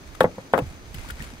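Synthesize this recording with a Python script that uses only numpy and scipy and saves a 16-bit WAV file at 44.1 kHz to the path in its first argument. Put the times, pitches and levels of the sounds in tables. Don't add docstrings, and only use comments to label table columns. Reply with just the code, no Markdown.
import sys
import numpy as np
from scipy import signal
from scipy.io import wavfile

SR = 44100
rng = np.random.default_rng(int(sys.argv[2]) if len(sys.argv) > 2 else 0)


def store_pcm(level_fs):
    pcm = np.round(np.clip(level_fs, -1, 1) * 32767).astype(np.int16)
    wavfile.write(sys.argv[1], SR, np.atleast_2d(pcm).T)


N = 61739
TIME = np.arange(N) / SR

# f/Hz, likeness (1 = same, -1 = opposite)
LEFT_RIGHT_LIKENESS = [(40, 0.73), (200, 0.95), (550, 0.83), (1100, 0.14), (2200, 0.13), (5000, 0.37),
                       (12000, -0.73)]
# f/Hz, level/dB
AIR_COLOUR = [(30, 0.5), (120, -3), (280, -1.5), (500, -8.5), (1000, -12), (2200, -17.5), (3500, -23),
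              (5000, -17.5), (8000, -33), (12000, -31.5), (15500, -48)]
RUMBLE_COLOUR = [(22, 0), (42, 1.5), (70, 1), (120, -12.5), (250, -36), (600, -64), (2000, -49.5)]
# t/s, level/dB
RUMBLE_LEVELS = [(0, -50.5), (.15, -43), (.3, -49), (.47, -65), (.68, -40.5), (.8, -48), (.9, -42),
                 (.98, -34.5), (1.06, -42.5), (1.13, -39), (1.17, -44), (1.26, -40.5), (1.4, -49)]
# f/Hz, level/dB
SCRAPE_COLOUR = [(150, -19), (400, -3), (900, -1), (1400, -1), (2000, 2), (3000, -5), (6000, -10),
                 (11000, -10), (15500, -30)]
# t/s, level/dB
SCRAPE_LEVELS = [(0, -54.5), (.14, -53), (.3, -56), (.41, -52.5), (.48, -57.5), (.67, -49), (.8, -57),
                 (.92, -52), (.96, -45.5), (1.02, -46.5), (1.06, -45.5), (1.1, -44.5), (1.15, -51.5),
                 (1.235, -40), (1.28, -47), (1.4, -54)]
# f/Hz, level/dB
GRIT_COLOUR = [(500, -35), (1800, 6.5), (3500, 3), (5500, -12.5), (8000, -3), (11500, -0.5), (15500, -20)]
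# t/s, level/dB, fade/s, pan/dB
GRIT_CRACKS = [(0.1516, -42.5, 0.02, 18.5), (0.2053, -25.5, 0.059, 3), (0.23, -37.5, 0.085, -2),
               (0.53, -40, 0.16, 3.5), (0.5776, -32, 0.047, 3), (0.5883, -34, 0.03, 0),
               (0.9433, -33.5, 0.046, 2), (0.992, -44.5, .03, 5), (1.046, -46, 0.023, 4),
               (1.087, -39, 0.041, 10), (1.1046, -29.5, 0.029, 2), (1.223, -40, 0.032, -10)]
# f/Hz, level/dB, fade/s
CHIP_TONES = [(1376, 0.5, 0.042), (1450, -4.5, 0.029), (1650, -17, 0.018)]
# t/s, level/dB, pitch factor, pan/dB
CHIP_TAPS = [(0.15, -39, 0.91, 7), (0.246, -23.5, 1.44, 5.5), (0.5892, -30.5, 1.92, 8),
             (0.947, -60, 1.85, -1), (0.956, -45, 3.7, 2), (0.994, -47.5, 1.5, 19), (1.047, -41.5, 0.67, 8),
             (1.061, -45, 0.8, -3), (1.1008, -29.5, 1.055, 8.5), (1.204, -33, 1.35, 11)]
# f/Hz, level/dB, fade/s
WOBBLE_TONES = [(68.8, -8, 0.15), (115.3, 1.5, 0.085), (190, -21.5, 0.037)]
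# t/s, level/dB, pitch factor
WEIGHT_SHIFTS = [(0.2424, -15.5, 1.487), (0.378, -29, 1.62), (0.536, -23.5, 2.06), (0.587, -21.5, 2.56),
                 (0.6201, -18.5, 1.1), (0.66, -31, 0.65), (0.705, -34, 1.2), (0.945, -29.5, 1.18),
                 (0.976, -35, 0.89), (1.061, -35.5, 2.3), (1.118, -27.5, 0.46), (1.2, -27.5, 1.16),
                 (1.212, -31.5, 1.92), (1.329, -36.5, 2.02)]
# f/Hz, level/dB, fade/s
BRICK_TONES = [(1148, -8.5, 0.062), (1442, -19, 0.045), (1578, 2.5, 0.035), (1740, -8, 0.06),
               (3280, -8, 0.036), (3698, -9, 0.035)]
# t/s, level/dB, pitch factor, pan/dB
BRICK_HITS = [(0.2066, -17.5, 1.0, 13.5), (0.2416, -32, .9, 0), (0.5364, -20.5, 0.95, 6)]
# f/Hz, level/dB
RATTLE_COLOUR = [(50, -30), (150, -5.5), (340, -6.5), (550, 1.5), (900, -6.5), (1500, -2), (2300, -14),
                 (3600, -17), (5500, -56), (15000, -45)]
# f/Hz, fade/s
RATTLE_FADES = [(100, .17), (300, 0.2), (700, 0.17), (1500, 0.11), (4000, 0.077)]
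# f/Hz, pan/dB
RATTLE_PANS = [(250, 5.5), (900, 13.5), (1800, 16.5), (4000, 10)]
# f/Hz, level/dB, fade/s
SLAB_TONES = [(182.9, -20, 0.25), (259.4, -19, 0.16), (317, -24.5, 0.22), (435.6, -19, 0.16),
              (521.5, -2, 0.086), (629, -12, 0.043), (869.3, -10.5, 0.092), (1138, -15, 0.088),
              (1366, -8, 0.034)]
# t/s, clack level/dB, clack f/Hz, ring level/dB, treble limit f/Hz,
# pitch factor, rattle level/dB, fade factor, pan/dB
SLAB_KNOCKS = [(0.2072, -3.5, 940, -4, 2420, 0.99, -24, 0.89, 2),
               (0.242, -5.5, 636, -8.5, 880, 0.96, -19.5, 0.85, -4),
               (0.382, -27.5, 746, -27, 850, 1.01, -32, 0.62, -6),
               (0.5361, -.5, 760, -9.5, 1600, 1.015, -14, 0.8, 0),
               (0.5781, -7.5, 880, -20, 1600, 1.02, -24.5, .6, 1),
               (0.5867, -13.5, 550, -17, 885, 0.97, -33, 1.01, -6.5)]


def from_db(db):
    return 10 ** (np.asarray(db) / 20)


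def unit_power(x):
    return x / np.sqrt(np.mean(x ** 2) + 1e-20)


def at_hz(table, hz):
    freqs, values = np.transpose(table)
    return np.interp(np.log(hz), np.log(freqs), values)


def loudness(table):
    return from_db(np.interp(TIME, *np.transpose(table)))


def pan(db):
    return from_db(np.array([[db], [-db]]) / 2)


def filtered(x, hz, kind):
    return signal.sosfilt(signal.butter(2, hz, kind, fs=SR, output="sos"), x)


def noise_bands(colour):
    edges = 20 * 2 ** np.arange(0, 10, .5)
    white = rng.standard_normal((2, 2, N + SR // 2))
    bands = []
    for k, (low, high) in enumerate(zip(edges, edges[1:])):
        top = 1.1 * high if high == edges[-1] else high
        shared, opposed = filtered(white[k % 2], [low, top], "band")[:, -N:]
        hz = np.sqrt(low * high)
        alike = at_hz(LEFT_RIGHT_LIKENESS, hz)
        stereo = np.sqrt(1 + alike) * shared + np.sqrt(1 - alike) * opposed * [[1], [-1]]
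        bands.append((hz, from_db(at_hz(colour, hz)) * stereo))
    total = np.std(sum(band for _, band in bands))
    return [(hz, band / total) for hz, band in bands]


def noise(colour):
    return sum(band for _, band in noise_bands(colour))


def rising(t, rise_s):
    return 1 - np.exp(-np.maximum(TIME - t, 0) / rise_s)


def fading(t, fade_s):
    return (TIME >= t) * np.exp(-np.log(1000) * np.clip((TIME - t) / fade_s, 0, 5))


def struck(tones, t, pitch, rise_s=0.00026):
    ring = sum(from_db(db) * fading(t, fade_s) * np.cos(2 * np.pi * hz * pitch * (TIME - t))
               for hz, db, fade_s in tones)
    return rising(t, rise_s) * ring


def background(air_db=-46.5, whine_db=-62.5, whine_band_hz=(6150, 6310)):
    whine = unit_power(filtered(rng.standard_normal((2, N)), whine_band_hz, "band"))
    rumble = loudness(RUMBLE_LEVELS) * pan(db=-6.5) * noise(RUMBLE_COLOUR)
    return rumble + from_db(air_db) * noise(AIR_COLOUR) + from_db(whine_db) * whine


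def scrape(grains_per_s=2600, grain_s=0.0015, spread_db=4.0, smooth_part=0.4):
    slips = rng.random(N) < grains_per_s / SR
    strengths = from_db(spread_db * np.minimum(rng.exponential(1, N), 5))
    decay = np.exp(-1 / (grain_s * SR))
    grain_power = unit_power(signal.lfilter([1], [1, -decay], (slips * strengths) ** 2))
    rubbing = noise(SCRAPE_COLOUR) * (np.sqrt(grain_power) + smooth_part)
    return loudness(SCRAPE_LEVELS) * pan(db=4) * unit_power(rubbing)


def crumbs():
    bursts = sum(from_db(db) * pan(pan_db) * fading(t, fade_s) for t, db, fade_s, pan_db in GRIT_CRACKS)
    taps = sum(from_db(db) * pan(pan_db) * struck(CHIP_TONES, t, pitch)
               for t, db, pitch, pan_db in CHIP_TAPS)
    return bursts * noise(GRIT_COLOUR) + taps


def thumps():
    return sum(from_db(db) * struck(WOBBLE_TONES, t, pitch, rise_s=0.0023)
               for t, db, pitch in WEIGHT_SHIFTS)


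def clinks(left_lag_s=0.0002):
    out = 0
    for t, db, pitch, pan_db in BRICK_HITS:
        ring = np.array([struck(BRICK_TONES, start, pitch) for start in (t + left_lag_s, t)])
        out = out + from_db(db) * pan(pan_db) * ring
    return out


def clack(t, hz, delay_s=0.00124, width_cycles=0.59, glide=0.22):
    cycles = hz * (TIME - t - delay_s)
    falling_tone = -np.cos(2 * np.pi * (cycles - glide * cycles ** 2))
    return falling_tone * np.exp(-(cycles / width_cycles) ** 2)


def knocks(left_lag_s=0.00007, bass_cut_hz=69):
    bricks = noise_bands(RATTLE_COLOUR)
    out = 0
    for t, clack_db, clack_hz, ring_db, treble_hz, pitch, rattle_db, stretch, pan_db in SLAB_KNOCKS:
        shaking = sum(band * fading(t, stretch * at_hz(RATTLE_FADES, hz)) * pan(at_hz(RATTLE_PANS, hz))
                      for hz, band in bricks)
        rattle = rising(t, rise_s=0.002) * shaking
        tones = [(hz, db, stretch * fade_s) for hz, db, fade_s in SLAB_TONES]
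        ring = np.array([struck(tones, start, pitch) for start in (t + left_lag_s, t)])
        dulled = filtered(from_db(ring_db) * ring + from_db(rattle_db) * rattle, treble_hz, "low")
        out = out + pan(pan_db) * dulled + from_db(clack_db) * clack(t, clack_hz)
    return filtered(out, bass_cut_hz, "high")


def scene(left_lag_s=0.000215):
    left, right = crumbs() + scrape() + background()
    late_left = np.interp(TIME - left_lag_s, TIME, left)
    return np.array([late_left, right]) + thumps() + clinks() + knocks()


def record(dry, treble_cut_hz=15600):
    rounded = dry / (1 + dry ** 8) ** (1 / 8)
    return signal.sosfilt(signal.cheby1(12, .2, treble_cut_hz, fs=SR, output="sos"), rounded)


dry = scene()
out = record(dry)
store_pcm(out)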